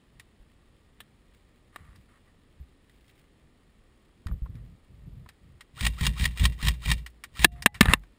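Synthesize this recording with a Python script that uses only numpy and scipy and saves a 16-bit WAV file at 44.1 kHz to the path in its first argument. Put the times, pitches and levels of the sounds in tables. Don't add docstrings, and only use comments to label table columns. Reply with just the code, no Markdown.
import sys
import numpy as np
from scipy import signal
from scipy.fft import rfft, irfft, next_fast_len
from scipy.io import wavfile
from scipy.ndimage import minimum_filter1d

SR = 44100
rng = np.random.default_rng(int(sys.argv[2]) if len(sys.argv) > 2 else 0)


def unload_wav(signal):
    wavfile.write(
        sys.argv[1],
        SR,
        np.round(np.clip(np.atleast_2d(signal).T, -1, 1) * 32767).astype(np.int16),
    )


N = 360738


def amp(db):
    return 10 ** (np.asarray(db) / 20)


def unit(x):
    return x / np.sqrt(np.mean(x ** 2) + 1e-20)


def add(track, s, sound):
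    part = track[round(s * SR):][:len(sound)]
    part += sound[:len(part)]


def body(x, spectrum, modes=(), size=8192):
    f = np.fft.rfftfreq(size, 1 / SR)
    hz, db = np.transpose(spectrum)
    cepstrum = irfft(np.log(amp(np.interp(np.log(f + 1), np.log(hz), db))))
    cepstrum[1:size // 2] *= 2
    cepstrum[size // 2 + 1:] = 0
    peaks = 1 + sum(amp(lift) * 1j * f * w / (c * c - f * f + 1j * f * w) for c, w, lift in modes)
    answer = irfft(np.exp(rfft(cepstrum)) * peaks)
    return signal.fftconvolve(x, answer / np.linalg.norm(answer))[:len(x)]


def fade(t, t60):
    return np.exp(-np.log(1000) * t / t60)


def ring(modes, attack):
    t = np.arange(SR) / SR
    partials = sum(amp(db) * np.sin(2 * np.pi * hz * t) * fade(t, t60) for hz, db, t60 in modes)
    return partials * (1 - np.exp(-t / attack))


def burst(t60):
    t = np.arange(SR // 4) / SR
    return rng.standard_normal(len(t)) * fade(t, t60)


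def grains(count, rate, spread_db):
    knots = rng.standard_normal(count)
    level_db = spread_db * np.interp(np.arange(count) * rate / SR, np.arange(count), knots)
    return unit(rng.standard_normal(count) * amp(level_db))


def swell(t, length, attack, release):
    return np.clip(t / attack, 0, 1) * fade(np.maximum(t - length, 0), release)


def strokes(rows, attack_s, sag_db_per_s, t60_s, rest_db):
    t = np.arange(2 * SR) / SR
    power = np.full(N, amp(rest_db) ** 2)
    for start_s, length_s, db in rows:
        gain = amp(db - sag_db_per_s * t) * swell(t, length_s, attack_s, t60_s)
        add(power, start_s, gain ** 2)
    return np.sqrt(power)


def brighter(spectrum, treble_db):
    return [(hz, db + treble_db * hz ** 2 / (hz ** 2 + 3500 ** 2)) for hz, db in spectrum]


# (frequency [Hz], density [dB])
AIR_SPECTRUM = [(12, -34.5), (20, -4), (60, -6.5), (182, -17), (210, -12), (485, -20.5), (607, -25),
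                (1530, -35), (1910, -34.5), (3340, -33), (6010, -44), (8650, -42), (12400, -46.5),
                (14700, -53.5), (16000, -54.5)]

def field_hush():
    return amp(-62) * unit(body(rng.standard_normal(N + SR), AIR_SPECTRUM)[SR:])


# (frequency [Hz], density [dB])
RUMBLE_SPECTRUM = [(20, -23), (55, 3), (100, -5.5), (160, -6), (215, -17.5), (300, -31.5), (500, -37),
                   (1000, -53), (2000, -110)]
# (start [s], length [s], level [dB])
WEIGHT_SHIFTS = [(.13, 0.05, -57.5), (1.78, .22, -52), (3.42, 0.032, -54.5), (4.27, 0.073, -31.5),
                 (4.43, 0.31, -42.5), (4.89, 0.26, -49), (5.05, .2, -44.5), (5.41, .15, -51),
                 (5.79, 1.2, -49.5), (7.5, 0.28, -45), (7.815, 0.099, -18), (7.94, 0.073, -46.5)]

def weight_shifts():
    gain = strokes(WEIGHT_SHIFTS, attack_s=.021, sag_db_per_s=11, t60_s=.15, rest_db=-67.5)
    return gain * unit(body(rng.standard_normal(N), RUMBLE_SPECTRUM))


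def mount_buzz(shake):
    spectrum = [(10000, -74), (11600, -17), (11900, 4.5), (12200, 5.5), (12500, -29.5), (14000, -63)]
    return amp(-27) * np.abs(shake) * unit(body(rng.standard_normal(N), spectrum))


# (time [s], level [dB], centre [Hz], t60 [s], treble [dB])
GEAR_CLICKS = [(.197, -42.5, 2050, .045, 10), (1.959, -56.5, 4800, .05, 13), (2.896, -56, 2200, 0.033, 4),
               (4.269, -35.5, 1830, 0.019, 0), (4.284, -45, 1290, 0.036, -20),
               (4.313, -49, 1220, 0.027, -32), (4.459, -45.5, 1110, 0.038, -48),
               (4.554, -56, 2000, 0.038, 9), (5.261, -47, 1030, 0.027, -30),
               (5.289, -43.5, 1790, 0.053, 3.5), (5.608, -42, 2080, 0.052, 7), (7.063, -36, 2020, 0.053, 7),
               (7.238, -33.5, 2170, 0.049, 9), (7.623, -31, 5400, 0.043, 8), (7.744, -39.5, 2360, 0.12, 0),
               (8.036, -54.5, 1500, 0.056, -6.5)]
# (frequency [Hz], density [dB])
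CLICK_SPECTRUM = [(200, -21), (550, -4.5), (1200, 4.5), (2400, -1.5), (3800, -2.5), (5000, -4),
                  (9000, -9.5), (12000, -8), (15000, -11), (16000, -38.5)]
# (centre [Hz], width [Hz], lift [dB])
RIFLE_RESONANCES = [(1100, 69, -4.5), (1905, 140, 16.5), (2350, 150, 9), (2794, 80, 7.5), (3170, 230, 3.5),
                    (3700, 170, 5), (4900, 110, -8.5), (7000, 93, -7), (8260, 240, 6.5), (9100, 43, 9.5),
                    (9870, 68, 6.5), (14050, 76, 10.5)]

def gear_clicks():
    out = np.zeros(N)
    for s, db, hz, t60, treble_db in GEAR_CLICKS:
        wake_db = min(treble_db, 0) - 2
        modes = [(f, width, lift + wake_db) for f, width, lift in RIFLE_RESONANCES]
        click = body(burst(t60), brighter(CLICK_SPECTRUM, treble_db), [(hz, .2 * hz, 6)] + modes)
        add(out, s, amp(db) * click)
    return out


# (time [s], level [dB], pitch [Hz], t60 [s])
MOUNT_BUMPS = [(0.401, -40.5, 43.5, 0.15), (2.60, -28.5, 66, 0.13), (4.261, -11, 73, 0.04),
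               (4.31, -25.5, 62.3, 0.25), (4.42, -15, 54.4, 0.1), (4.496, -24, 88.5, 0.075),
               (4.55, -26, 120, 0.078), (5.072, -28.5, 135, 0.055), (7.4452, 7, 320, .026),
               (7.835, -20, 75, 0.19), (7.863, -13, 46.8, 0.31)]

def mount_bumps():
    out = np.zeros(N)
    for s, db, hz, t60 in MOUNT_BUMPS:
        add(out, s, amp(db) * ring([(hz, 0, t60), (1.97 * hz, -6, t60 / 2)], attack=.007))
    return out


# (time [s], crack [dB], centre [Hz], t60 [s], treble [dB], thud [dB])
CASE_STRIKES = [(1.004, -39, 3500, 0.042, 9, -65), (1.7602, -32, 1250, 0.023, -2.5, -55),
                (7.4451, 10.5, 3690, 0.018, 4.5, -1.5), (7.6602, 3.5, 1780, 0.02, 3, -4),
                (7.809, 8.5, 2224, 0.021, 3, 12.5), (7.829, -12, 2430, 0.026, -0.5, -27),
                (7.8566, -5, 1487, 0.021, -9, -8), (7.884, -15, 1930, 0.016, -7, -16.5),
                (7.9356, 1.5, 1136, 0.015, 0.5, -10)]
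# (frequency [Hz], density [dB])
CASE_SPECTRUM = [(150, -4.5), (400, -4.5), (800, -3), (1200, 0), (2700, -0.5), (3900, -7.5), (4600, -17),
                 (7000, -18.5), (9500, -12), (12000, -9.5), (14800, -12), (16000, -55)]
# (centre [Hz], width [Hz], lift [dB])
CASE_RESONANCES = [(1220, 120, -3.5), (1755, 110, 5.5), (2750, 110, -7.5), (3700, 280, -1), (8420, 200, 4)]
# (time [s], level [dB], pitch [Hz], t60 [s])
FITTING_PINGS = [(7.4452, -50.5, 706, 1), (7.6601, -34, 830, 0.14), (7.9355, -44, 840, 0.132)]

def strikes():
    out = np.zeros(N)
    thud = ring([(215, 0, .025)], attack=.00073)
    for s, crack_db, hz, t60, treble_db, thud_db in CASE_STRIKES:
        modes = [(hz, .13 * hz, 4)] + CASE_RESONANCES
        add(out, s, amp(crack_db) * body(burst(t60), brighter(CASE_SPECTRUM, treble_db), modes))
        add(out, s, amp(thud_db) * thud)
    for s, db, hz, t60 in FITTING_PINGS:
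        add(out, s, amp(db) * ring([(hz, 0, t60), (2.4 * hz, -12, .2)], attack=.001))
    return out


# (start [s], length [s], level [dB])
NET_BRUSHES = [(1.33, 0.044, -67), (1.73, .03, -66), (1.94, 0.095, -71.5), (2.88, 0.23, -72),
               (3.06, .04, -64), (3.14, 0.073, -66.5)]

def net_crackle():
    spectrum = [(500, -20.5), (1400, 0), (2200, 6.5), (4000, -1), (6000, -8.5), (9000, -6), (15000, -6)]
    leaves = unit(body(grains(N, rate=330, spread_db=5.5), spectrum))
    return leaves * strokes(NET_BRUSHES, attack_s=.02, sag_db_per_s=10, t60_s=.17, rest_db=-78)


# (start [s], length [s], level [dB])
CLOTH_RUBS = [(1.72, 0.25, -63.5), (2.08, .1, -65), (2.26, 0.036, -67.5), (4.27, 0.054, -65.5),
              (4.53, .1, -72), (7.55, 0.057, -61.5), (7.82, 0.052, -28), (7.885, 0.052, -28)]
# (frequency [Hz], density [dB])
RUB_SPECTRUM = [(200, -14), (700, -2), (1200, 1), (2400, -4.5), (3800, -10), (5500, -20), (10000, -11),
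                (14500, -20.5), (16000, -39)]
# (centre [Hz], width [Hz], lift [dB])
PLANK_RESONANCES = [(1196, 190, 3.5), (1865, 200, 9)]

def cloth_rubs():
    friction = unit(body(grains(N, rate=440, spread_db=2.5), RUB_SPECTRUM, PLANK_RESONANCES))
    return friction * strokes(CLOTH_RUBS, attack_s=.013, sag_db_per_s=8.5, t60_s=.072, rest_db=-75.5)


LEAD_S, CATCH_S, DROP_S = .13, .057, .012

def motor_cycle():
    full_speed_hz, load_sag = 1446, .33
    spin_up_s, coast_s, quieten_s = .075, .09, .056
    t = np.arange(round(2 * LEAD_S * SR)) / SR - LEAD_S
    after_s = np.maximum(t, 0)
    spin = np.sin(np.pi / 2 * np.clip((t + LEAD_S) / spin_up_s, 0, 1))
    draw = np.clip((t + CATCH_S) / (CATCH_S - DROP_S), 0, 1)
    rundown = 1 - np.exp(-after_s / quieten_s)
    tooth_hz = full_speed_hz * spin * (1 - load_sag * draw * (t < 0)) * np.exp(-after_s / coast_s)
    load_db = -10.5 - 31 * (1 - spin) + 11.5 * draw - 46.5 * rundown
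    return t, tooth_hz, load_db


# (slam time [s], slam [dB], gears [dB], mount kick [dB], run-down offset [dB])
FIRING_CYCLES = [(5.8652, -18, -31, -24.5, 3), (6.0669, -18, -30.5, -20.5, 2), (6.2535, -18, -31, -23, 2),
                 (6.4533, -17, -31, -20.5, 1.5), (6.684, -18, -31.5, -22, 3.5),
                 (6.9153, -18, -31, -24, 3.5), (7.4500, -25, -31.5, -25, -16.5)]
# (time from slam [s], level re gears [dB], t60 [s])
SECTOR_TICKS = [(-.057, 2, .035), (-.034, -1, 0.018), (-.012, 8, .02)]
# (frequency [Hz], level [dB], t60 [s])
SPRING_MODES = [(2760, -5.5, 0.31), (3610, -12, .25), (9300, -13, 0.27)]
# (frequency [Hz], density [dB])
RIFLE_SPECTRUM = [(200, -13.5), (600, -9.5), (1000, 1.5), (1500, -6), (2200, -1), (3600, 0.5), (4600, -2.5),
                  (7000, -4.5), (10000, -8), (13000, -17.5), (15200, -4.5), (16000, -21)]

def gearbox():
    knocks, tones = np.zeros(N), np.zeros(N)
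    t, tooth_hz, load_db = motor_cycle()
    free_run = np.exp(-((t + .0772) / .014) ** 2)
    slack_db = -7 * np.exp(-((t + .003) / .0035) ** 2)
    for s, slam_db, gear_db, _, rundown_db in FIRING_CYCLES:
        jitter = 1 + rng.normal(0, .03) + .7 * rng.standard_normal(len(t))
        tooth_count = np.cumsum(tooth_hz * jitter) / SR
        contacts = np.diff(np.floor(tooth_count), prepend=0)
        teeth = unit(contacts * rng.lognormal(0, .86, len(t)))
        grind = .5 * teeth + .73 * grains(len(t), rate=290, spread_db=4.5)
        add(knocks, s - LEAD_S, amp(gear_db + load_db + slack_db + rundown_db * (t > 0)) * grind)
        whine = free_run * np.sin(2 * np.pi * tooth_count)
        add(tones, s - LEAD_S, amp(gear_db - 14 + rng.normal(0, 1.5)) * whine)
        for offset_s, tick_db, t60 in SECTOR_TICKS:
            add(knocks, s + offset_s, amp(gear_db + tick_db) * burst(t60))
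        add(knocks, s, amp(slam_db + 3) * burst(t60=.014))
        add(knocks, s + .0028, amp(slam_db) * burst(t60=.026))
        add(tones, s, amp(slam_db - 26.5) * ring(SPRING_MODES, attack=.001))
        latch_s = s + rng.uniform(.053, .074)
        add(knocks, latch_s, amp(slam_db - 31.5) * burst(t60=.12))
    return body(knocks, RIFLE_SPECTRUM, RIFLE_RESONANCES) + tones


# (frequency [Hz], level [dB], t60 [s])
MOUNT_MODES = [(57.5, 3, 0.46), (153.2, -13, 0.33), (208, -10, 0.039)]

def mount_recoil():
    out = np.zeros(N)
    t = motor_cycle()[0]
    loaded = swell(t + CATCH_S, length=.075, attack=.0039, release=.2)
    shaking = amp(-26.5) + amp(-5.5) * loaded
    for s, slam_db, _, kick_db, _ in FIRING_CYCLES:
        add(out, s - .056, amp(kick_db) * ring(MOUNT_MODES, attack=.004))
        add(out, s - .003, amp(slam_db - 14.5) * ring(MOUNT_MODES, attack=.003))
        rumble = unit(body(rng.standard_normal(len(t)), RUMBLE_SPECTRUM))
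        add(out, s - LEAD_S, amp(kick_db) * shaking * rumble)
    return out


def scene():
    shake = weight_shifts() + mount_bumps() + mount_recoil()
    contacts = gear_clicks() + strikes() + net_crackle() + cloth_rubs()
    return np.array([field_hush() + shake + mount_buzz(shake) + contacts + gearbox()])


def gain_control(x, threshold_db, depth_db, hold, lag):
    need_db = np.clip(threshold_db - 20 * np.log10(np.abs(x) + 1e-9), -abs(depth_db), 0)
    size = 2 * round(hold * SR / 2) + 1
    held_db = minimum_filter1d(need_db, size, origin=size // 2)
    step = 1 / (lag * SR)
    return x * amp(signal.lfilter([step], [1, step - 1], held_db))


# (centre [Hz], width [Hz], gain [dB])
CASE_DIPS = [(6000, 330, -7.5), (11326, 396, -27), (12570, 660, -21)]

def record(dry):
    ceiling, top_hz = .6, 15750
    ducked = gain_control(dry, threshold_db=0, depth_db=11, hold=.057, lag=.015)
    clipped = ducked / (1 + np.abs(ducked / ceiling) ** 4) ** (1 / 4)
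    size = next_fast_len(N + SR)
    f = np.fft.rfftfreq(size, 1 / SR)
    shade_db = sum(db * np.exp(-((f - hz) / width) ** 2) for hz, width, db in CASE_DIPS)
    low_pass = 1 / (1 + (f / top_hz) ** 120)
    return irfft(rfft(clipped, size) * amp(shade_db) * low_pass, size)[:, :N]


dry = scene()
out = record(dry)
unload_wav(out)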